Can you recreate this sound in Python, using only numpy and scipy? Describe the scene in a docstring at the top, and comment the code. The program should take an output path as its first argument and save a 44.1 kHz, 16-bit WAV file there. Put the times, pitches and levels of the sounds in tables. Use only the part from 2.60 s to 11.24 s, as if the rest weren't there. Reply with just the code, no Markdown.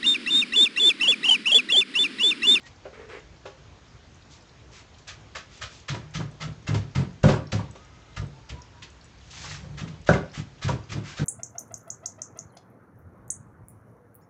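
"""Pounding spices in a clay mortar

A wooden pestle pounds chopped spices in a clay mortar on a light table in a kitchen, near a small microphone.
Each stroke crushes grit (bursts of tiny cracks), then pushes the mortar, which rocks and shakes the table
(damped modes). Hands and pestle rub the clay and a pot is pulled in jerks (shaped noise); wet ticks ping.
A far drone of filtered noise and a faint wavering whistle of gliding sines fill the room."""
import sys
import numpy as np
from scipy import signal
from scipy.fft import rfft, irfft, next_fast_len
from scipy.io import wavfile
from scipy.ndimage import uniform_filter1d, map_coordinates

SR = 44100
rng = np.random.default_rng(int(sys.argv[2]) if len(sys.argv) > 2 else 0)


def gain_from_db(level_db):
    """Turn a decibel level (scalar or array-like) into a linear amplitude factor."""
    decades = np.asarray(level_db, float) / 20
    return 10 ** decades


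def store_wav(level_fs):
    """Save 16-bit WAV to argv[1]."""
    pcm = np.round(np.clip(np.atleast_2d(level_fs), -1, 1) * 32767)
    wavfile.write(sys.argv[1], SR, pcm.T.astype(np.int16))


N = 381200

# Modes of the light table. Each row: frequency in Hz, relative level in dB, t60 in seconds when free of load.
TABLE_MODES = [(72.4, -1, 0.28), (109.6, -2, 0.21), (146.9, 2.5, 0.14), (192, -8.5, 0.24),
               (259, -2.5, 0.097), (277.4, -12.5, 0.33)]
# Modes of the clay bowl. Each row: frequency in Hz, relative level in dB, t60 in seconds.
BOWL_MODES = [(398.7, -7.5, 0.14), (437.4, -10.5, 0.13), (530.7, -3, 0.095), (588, 3.5, 0.039),
              (650, -7, 0.052), (739, -12.5, 0.15), (828, -7.5, 0.086), (959, 3, 0.043), (1096, -9.5, 0.1),
              (1147, -8, 0.12), (1382, 1.5, 0.038), (1460, -3, 0.075), (1543, -0.5, 0.054),
              (1653, -8.5, 0.086)]
# Colour of grit and rough clay. 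Each row: frequency in Hz, relative level in dB per Hz.
GRIT_COLOUR = [(500, -9), (900, -2.5), (2500, 3.5), (6700, -4.5), (7500, -8), (8800, -31), (11000, -74)]


def unit(x):
    """Scaled to rms 1."""
    return x / np.sqrt(np.mean(x ** 2) + 1e-20)


def along(points, hz):
    """Interpolates (Hz, value) points on a log frequency axis."""
    f, v = np.transpose(points)
    return np.interp(np.log(hz + 1), np.log(f + 1), v)


def wobble(rate):
    """A smooth random curve with rate knots a second."""
    knots = rng.standard_normal(int(N * rate / SR) + 4)
    return map_coordinates(knots, [np.arange(N) * rate / SR])


def filtered(x, response):
    """The sound through a complex response of frequency."""
    m = next_fast_len(N + SR // 2)
    return irfft(rfft(x, m) * response(np.fft.rfftfreq(m, 1 / SR)), m)[..., :N]


def resonant(peaks):
    """The causal response of (Hz, width in Hz, dB) resonances, summed in alternating polarity."""
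    def response(f):
        return sum((-1) ** k * gain_from_db(db) * 1j * f * width / (hz * hz - f * f + 1j * f * width)
                   for k, (hz, width, db) in enumerate(peaks))
    return response


def patchy(x, depth_db, size):
    """The sound with patches of random gain over time and frequency."""
    z = signal.stft(np.pad(x, (0, size)), nperseg=size)[2]
    field = uniform_filter1d(rng.standard_normal(z.shape), size=8, axis=0)
    field = uniform_filter1d(field, size=10, axis=1)
    return signal.istft(z * gain_from_db(depth_db * unit(field)), nperseg=size)[1][:N]


def gritty(spread_db, grain_ms):
    """Noise made of equally long grains of unequal strength."""
    size = max(int(grain_ms * SR / 1000), 1)
    strengths = np.repeat(gain_from_db(spread_db * rng.standard_normal(N // size + 1)), size)[:N]
    return unit(strengths * rng.standard_normal(N))


def grains(rate, spread_db, cycles):
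    """Tiny cracks of random pitch and size, rate a second, each fading by 1/e in the given cycles."""
    when, tone, size = rng.random((int(rate * N / SR), 3)).T[:, :, None]
    hz = 1100 * 7 ** tone
    k = np.arange(128)
    strength = gain_from_db(-spread_db * np.log(size + 0.055)) * np.sqrt(hz)
    cracks = strength * np.sin(2 * np.pi * hz * k / SR) * np.exp(-hz * k / SR / cycles)
    places = (when * N).astype(int) + k
    return unit(np.bincount(places.ravel(), cracks.ravel(), N + 256)[:N])


def ring(modes, attack_s, scatter_db):
    """Damped (Hz, dB, t60) modes, struck at randomly scattered strengths and scaled to peak 1."""
    hz, db, t60 = np.transpose(modes)[:, :, None]
    t = np.arange(int(SR * t60.max())) / SR
    luck = scatter_db * rng.standard_normal(db.shape)
    x = np.sum(gain_from_db(db + luck - 60 * t / t60) * np.sin(2 * np.pi * hz * t), axis=0)
    x = x * (1 - np.exp(-t / attack_s))
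    return x / np.abs(x).max()


def stroke(s, length, lean):
    """A swell from 0 to 1 and back; a lean under 1 peaks early."""
    return np.sin(np.pi * np.clip((np.arange(N) / SR - s) / length, 0, 1) ** lean)


def add(track, s, sound):
    """Mixes a sound in at time s."""
    track[round(s * SR):][:len(sound)] += sound


def drone():
    """Far traffic and air: coloured noise in faint patches."""
    # Colour of the drone. Each row: frequency in Hz, relative level in dB per Hz.
    drone_colour = [(20, -29), (54, 2), (100, 0.5), (150, -2.5), (195, -10.5), (284, -10), (500, -14),
                    (1500, -18), (6900, -26.5), (8800, -47), (11000, -90)]
    level_db = -52  # rms
    air = patchy(rng.standard_normal(N), depth_db=1.4, size=512)
    return gain_from_db(level_db) * unit(filtered(air, lambda hz: gain_from_db(along(drone_colour, hz))))


def whistle():
    """Fuzzy far tones: sines that glide and waver in pitch and level."""
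    # Thin tones. Each row: start in seconds, length in seconds, first Hz, last Hz,
    # rms level in dB at the top of the swell, before wavering.
    tones = [(0.031, 0.063, 1885, 1880, -52), (5.12, 0.71, 1230, 1330, -65.5),
             (5.19, 0.51, 2075, 2090, -68), (5.617, 0.3, 887, 886, -66.5), (5.797, .3, 1450, 1486, -71),
             (5.913, 0.19, 976, 983, -55), (6.13, 0.2, 947, 933, -64)]
    out, now = np.zeros(N), np.arange(N) / SR
    for s, length, first_hz, last_hz, db in tones:
        pitch = np.interp(now, [s, s + length], [first_hz, last_hz]) + 17 * wobble(90)
        tone = np.sqrt(2) * np.sin(2 * np.pi * np.cumsum(pitch) / SR)
        out += stroke(s, length, lean=0.68) * gain_from_db(db + 4.8 * wobble(22)) * tone
    return out


def rubbing():
    """Skin and wood slide over rough clay: friction gives a fine hiss and coarser grains."""
    # Short rubs on the clay. 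Each row: start in seconds, length in seconds, hiss level in dB, coarse level in dB.
    rubs = [(0.053, 0.04, -53, -54), (0.24, 0.054, -70, -53.5), (1.691, 0.11, -55, -67),
            (2.112, 0.14, -53.5, -55), (2.38, 0.023, -55, -82), (2.893, 0.15, -55, -57.5),
            (3.091, 0.16, -53.5, -68), (7.728, .11, -46, -44.5), (8.433, 0.15, -48, -45.5)]
    # The mortar is dragged. Each row: time in seconds, speed as a hiss level in dB.
    slide = [(6.6, -67), (6.695, -59), (6.71, -49.5), (6.77, -46.5), (6.81, -46), (6.9, -40),
             (6.959, -47.5), (7.02, -61), (7.101, -72)]
    coarse_db, coarse_lag_s = -3, 0.019  # in the slide: coarse grains over the hiss, catching later
    times, slide_db = np.transpose(slide)
    hiss = gain_from_db(np.interp(np.arange(N) / SR, times, slide_db, left=-120, right=-120))
    coarse = gain_from_db(coarse_db) * np.roll(hiss, round(coarse_lag_s * SR))
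    # the slide catches unevenly
    hiss = hiss * gain_from_db(1.5 * wobble(60))
    coarse = coarse * gain_from_db(2.5 * wobble(80))
    for s, length, rub_hiss_db, rub_coarse_db in rubs:
        swell = stroke(s, length, lean=0.71)
        hiss = hiss + gain_from_db(rub_hiss_db) * swell
        coarse = coarse + gain_from_db(rub_coarse_db) * swell

    def fine_colour(hz):
        return gain_from_db(along(GRIT_COLOUR, hz)) * (hz / 3500) ** 3 / (1 + (hz / 3500) ** 3)

    def rough_colour(hz):
        return gain_from_db(along(GRIT_COLOUR, hz)) / (1 + (hz / 3000) ** 4)

    fine = filtered(gritty(spread_db=2.0, grain_ms=1.2), fine_colour)
    rough = filtered(gritty(spread_db=0.5, grain_ms=2.8), rough_colour)
    return hiss * unit(fine) + coarse * unit(rough)


def ticks():
    """Small wet ticks and pings: clusters of modes, the higher the shorter; fainter crumbs settle at random."""
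    # Ticks. Each row: start in seconds, peak level in dB, frequency in Hz about which the modes cluster.
    pings = [(2.344, -47.5, 3500), (4.87, -40, 4530), (5.11, -41.5, 6500), (5.248, -47, 6340),
             (6.018, -36.5, 5600), (6.411, -45, 4420), (6.443, -46, 6507), (7.415, -49, 6570),
             (7.716, -43.5, 4900)]
    out = np.zeros(N + SR)
    crumbs = rng.random((70, 3)) * [N / SR, 8, 4500] + [0, -55, 2800]  # same columns
    for s, db, hz in [*pings, *crumbs]:
        cluster = [(hz * ratio, 0, 120 / hz) for ratio in (.9, 1, 1.08, 1.2)]
        add(out, s, gain_from_db(db) * ring(cluster, attack_s=.001, scatter_db=3))
    return out[:N]


def knocks():
    """The bowl is knocked or lands on its foot: a sharp contact rings its modes, by where it is hit."""
    # Knocks. Each row: start in seconds, peak of the low modes in dB, high modes over them in dB,
    # off-centre share from 0 to 1.
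    blows = [(.254, -31, -12, 0.17), (0.855, -32, -8, 0.45), (2.756, -49, 14, 0.1),
             (3.345, -32.5, -19, 0.38), (3.602, -33.5, -5, 0.6), (4.144, -30, -9, 0.61),
             (4.64, -10, -9.5, 0.25), (4.689, -15, -15, 0.39), (4.736, -26.5, -2.5, 0.68),
             (4.928, -27.5, -17, 0.2), (4.99, -39, -4, 0.98), (5.153, -42.5, -13, 0.58),
             (6.84, -45, -1, 0.97), (7.04, -44, -8, 0.36), (7.49, -5, -4, 0), (7.521, -23, -13, 0.58),
             (7.55, -24, -8, 0.44), (8.091, -23, -13, 0.69), (8.588, -36, 2.5, 0.25)]
    # Borders between the low, middle and high bowl modes, in Hz.
    split_hz = [800, 1280]
    centre_db, rim_db = -16.5, 9  # middle modes over the low ones, for a blow in the centre and near the rim
    contact_ms, softer = 1.35, 0.15  # contact of a 0 dB knock; a weaker one lasts longer, by this share of its dB
    out = np.zeros(N + SR)
    group = np.searchsorted(split_hz, [mode[0] for mode in BOWL_MODES])
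    for s, low_db, high_db, off_centre in blows:
        contact_s = contact_ms / 1000 * gain_from_db(-softer * low_db)
        middle_db = centre_db + (rim_db - centre_db) * off_centre
        for k, db in enumerate([low_db, low_db + middle_db, low_db + high_db]):
            modes = np.array(BOWL_MODES)[group == k]
            add(out, s, gain_from_db(db) * ring(modes, attack_s=contact_s, scatter_db=2.5))
    return out[:N]


def drag():
    """A hollow pot stutters over a surface: uneven slips ring its cavity over a scrape."""
    # Jerks of the pot. Each row: start in seconds, length in seconds, hollow tone in dB, scrape in dB.
    jerks = [(0.327, 0.055, -53, -51.5), (0.376, 0.1, -47.5, -53.5), (0.487, 0.11, -42, -45.5)]
    # Cavity resonances. Each row: frequency in Hz, width in Hz, relative level in dB.
    cavity = [(440, 47, 7.5), (940, 340, -7.5)]
    slips_per_s, slip_ms = 51, 0.79  # usual rate, which wavers; a slip is a soft shove
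    swells = np.array([stroke(s, length, lean=0.74) ** 0.47 for s, length, *_ in jerks])
    tone, scrape = gain_from_db(np.array(jerks)[:, 2:]).T @ swells
    turns = np.cumsum(slips_per_s * gain_from_db(1.6 * wobble(30))) / SR
    slips = np.diff(np.floor(turns), prepend=0) * gain_from_db(3.0 * wobble(39.8))  # one click a turn
    grit = gritty(spread_db=0, grain_ms=1.8)

    def hollow_colour(hz):
        return resonant(cavity)(hz) / (1 + 2j * hz * slip_ms / 1000) ** 2

    def scrape_colour(hz):
        return resonant([(1000, 900, -4), (2100, 1100, 0)])(hz) / (1 + hz / 9000)

    hollow = filtered(unit(slips) + 0.75 * grit, hollow_colour)
    return tone * unit(hollow) + scrape * unit(filtered(grit, scrape_colour))


def crush():
    """Grit cracks under the pestle, loudest just after contact, and rings the wood."""
    # Bites into the grit. Each row: contact in seconds, grit level in dB, level in dB of the wood under it
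    # (both before the trims below), rise in ms.
    bites = [(0.856, -38, -36, 9.7), (2.474, -27.5, -31, 19), (2.752, -26.5, -24.5, 8),
             (3.013, -25, -25.5, 16), (3.285, -22, -22, 8), (3.346, -38, -32, 6.3), (3.54, -25.5, -28, 18),
             (3.556, -42, -35, 4), (3.601, -48, -35, 19), (3.803, -28, -23, 33), (4.07, -27, -21.5, 12),
             (4.145, -27, -29, 6.7), (4.354, -25, -22.5, 5.7), (4.636, -22, -28, 4.6),
             (4.686, -22.5, -20, 8.3), (4.922, -22, -26, 6), (5.153, -43.5, -45, 8),
             (5.566, -28.5, -25.5, 9.4), (5.894, -30, -34, 7), (6.225, -30.5, -63, 6.1),
             (7.173, -32, -28, 46), (7.277, -39, -42, 5), (7.466, -28.5, -27, 13), (7.49, -26.5, -42, 4.3),
             (7.533, -29.5, -21, 3.8), (8.016, -27, -24, 37), (8.084, -25, -23.5, 5.8),
             (8.29, -34.5, -40, 23), (8.321, -29, -31, 4.8), (8.567, -28, -30, 32)]
    # Resonances of the wooden pestle. 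Each row: frequency in Hz, width in Hz, relative level in dB.
    pestle = [(585, 140, -2.5), (922, 80, -1), (1239, 140, -0.5), (1378, 49, 0), (1678, 123, -4),
              (2104, 67, 4.5), (2560, 41, -20), (2680, 69, -0.5)]
    # The pestle leans on the bowl and only taps: first and last time in seconds.
    leaning = [5.5, 6.5]
    settle_s, settle_rise_ms = 0.27, 46  # t60 after a sudden bite; one that rises this slowly takes half the time
    tap_settle = 0.65  # settling time of a tap over that of a blow
    wood_damping_db_per_s = 47  # the pulp closing round the pestle deadens it
    ring_loss_db_per_ms = 0.73  # the pestle rings once as the bite rises, less after a slow bite
    bright, woody, struck = np.zeros((3, N + SR))
    t = np.arange(SR // 3) / SR
    modes = [(hz, db, np.log(1000) / np.pi / width) for hz, width, db in pestle]
    for s, db, wood_db, rise_ms in bites:
        t60 = settle_s / (1 + rise_ms / settle_rise_ms)
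        if leaning[0] < s < leaning[1]:
            t60 *= tap_settle
        # a short burst as the pieces split, then the slower settling
        shape = gain_from_db(-60 * t / t60) + 0.83 * gain_from_db(-60 * t / 0.085)
        shape = shape * (1 - np.exp(-(1000 * t / rise_ms) ** 2))
        shape = shape / shape.max()
        add(bright, s - .006, gain_from_db(db - 10.5) * shape)
        add(woody, s - .006, gain_from_db(wood_db - 14.5 - wood_damping_db_per_s * t) * shape)
        ring_db = wood_db - ring_loss_db_per_ms * rise_ms
        add(struck, s + rise_ms / 2000, gain_from_db(ring_db) * ring(modes, attack_s=.0012, scatter_db=4.5))
    cracks = grains(rate=3000, spread_db=3.0, cycles=0.93) + 1.5 * gritty(spread_db=2, grain_ms=0.94)
    cracks = patchy(cracks, depth_db=1.0, size=256)  # each bite meets other pieces
    grit = unit(filtered(cracks, lambda hz: gain_from_db(along(GRIT_COLOUR, hz)) * hz / (hz + 2500)))
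    wood = unit(filtered(cracks, resonant(pestle)))
    return struck[:N] + bright[:N] * grit + woody[:N] * wood


def rocking():
    """The pestle presses and the mortar rocks: soft pushes favour table modes near their pitch, jostling the bowl."""
    # Presses. Each row: start in seconds, length in seconds, first push in dB, last push in dB
    # (both before the trims below), pitch of the pushes in Hz.
    presses = [(3.018, .0, -35.5, -35.5, 86), (3.3, 0.055, -23, -27, 124), (3.553, 0.035, -25, -20.5, 155),
               (3.808, 0.063, -31, -26.5, 147), (4.088, 0.053, -17, -17.5, 151),
               (4.359, 0.047, -14.5, -21.5, 150), (4.639, 0.1, -4, -23.5, 143),
               (4.93, 0.059, -15.5, -25.5, 147), (5.575, 0.039, -24, -23, 114),
               (5.903, 0.016, -31.5, -29.5, 94), (7.216, 0.048, -22.5, -41.5, 141),
               (7.491, .059, -9, -21, 136), (7.776, 0, -22.5, -30, 139), (8.047, 0.064, -17, -20, 122.5),
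               (8.299, 0.06, -29, -19, 136), (8.596, 0.02, -18.5, -15.5, 150)]
    rock_s = .028  # usual time between pushes
    hold = 0.92  # over 1, the weight stays on and lifts late in the press
    loaded, shift_db = 0.64, 0.36  # table t60 under full weight over its free t60; random pitch shift, as 20 log10
    rattle_db, rattle_s = -25.5, 0.13  # the rocking bowl buzzes in its own modes: level under the push, t60
    out, jostle, rattle = np.zeros((3, N + SR))
    t = np.arange(SR // 4) / SR
    for start, length, first_db, last_db, push_hz in presses:
        for u in np.linspace(0, 1, num=1 + round(length / rock_s)):  # share of the press gone by
            s = start + length * u
            db = first_db + (last_db - first_db) * u ** hold
            favoured = [(hz, level - 16 * np.log2(hz / push_hz) ** 2, t60) for hz, level, t60 in TABLE_MODES]
            shift = gain_from_db(shift_db * rng.standard_normal())
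            favoured = np.array(favoured) * [shift, 1, loaded ** (1 - u)]
            add(out, s, gain_from_db(db - 2.5) * ring(favoured, attack_s=0.012, scatter_db=3.0))
            add(jostle, s, gain_from_db(db - 19.5 - 60 * t / 0.25) * (1 - np.exp(-t / 0.0035)))
            add(rattle, s, gain_from_db(db + rattle_db - 60 * t / rattle_s) * (1 - np.exp(-t / 0.011)))
    # the foot chatters on the board
    foot = filtered(gritty(spread_db=1.0, grain_ms=4.8), resonant([(273, 122, 5), (618, 1700, -13)]))
    bowl = resonant([(hz, 3 / t60, db) for hz, db, t60 in BOWL_MODES])
    buzz = filtered(gritty(spread_db=3, grain_ms=4.6), bowl)
    return out[:N] + jostle[:N] * unit(foot) + rattle[:N] * unit(buzz)


def trembling():
    """The table trembles as the mortar is shifted: noise through its four lowest modes."""
    # One tremble: start in seconds, length in seconds, rms level in dB at the top of the swell.
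    s, length, db = (6.457, 1, -42.5)
    board = filtered(rng.standard_normal(N), resonant([(hz, 18, level) for hz, level, _ in TABLE_MODES[:4]]))
    return gain_from_db(db) * stroke(s, length, lean=1.97) * unit(board)


def kitchen(x):
    """The walls answer; each quarter second of sound gets its own tail, each frequency its own decay."""
    # Decay of the room. Each row: frequency in Hz, t60 in seconds.
    decay = [(100, 0.42), (2000, 0.31), (8000, 0.17)]
    out, size = np.zeros(N + SR), SR // 4
    for start in range(0, N, size):
        hz, t, z = signal.stft(rng.standard_normal(SR // 2), SR, nperseg=256)
        fade = gain_from_db(-60 * t / along(decay, hz)[:, None])
        tail = signal.istft(z * fade, SR, nperseg=256)[1]
        tail = tail / np.linalg.norm(tail)
        add(out, start / SR + .006, signal.fftconvolve(x[start:start + size], tail))
    return out[:N]


def scene():
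    """The mortar close by, in the room, with the far whistle and drone."""
    near = rubbing() + ticks() + knocks() + drag() + crush() + rocking() + trembling()
    return (near + gain_from_db(-8) * kitchen(near) + whistle() + drone())[None]


def low_pass(x):
    """Removes everything above the highest recorded frequency."""
    return signal.sosfilt(signal.butter(12, 9010, fs=SR, output="sos"), x)


def record(dry):
    """A small microphone, weak in the deepest bass and the high treble."""
    # Microphone response. Each row: frequency in Hz, gain in dB.
    mic_gain = [(25, -15), (48, 2.5), (70, 1.5), (8000, -0.5), (9200, -10)]
    mix = filtered(dry, lambda hz: gain_from_db(along(mic_gain, hz)))
    return low_pass(mix)


dry = scene()
out = record(dry)
store_wav(out)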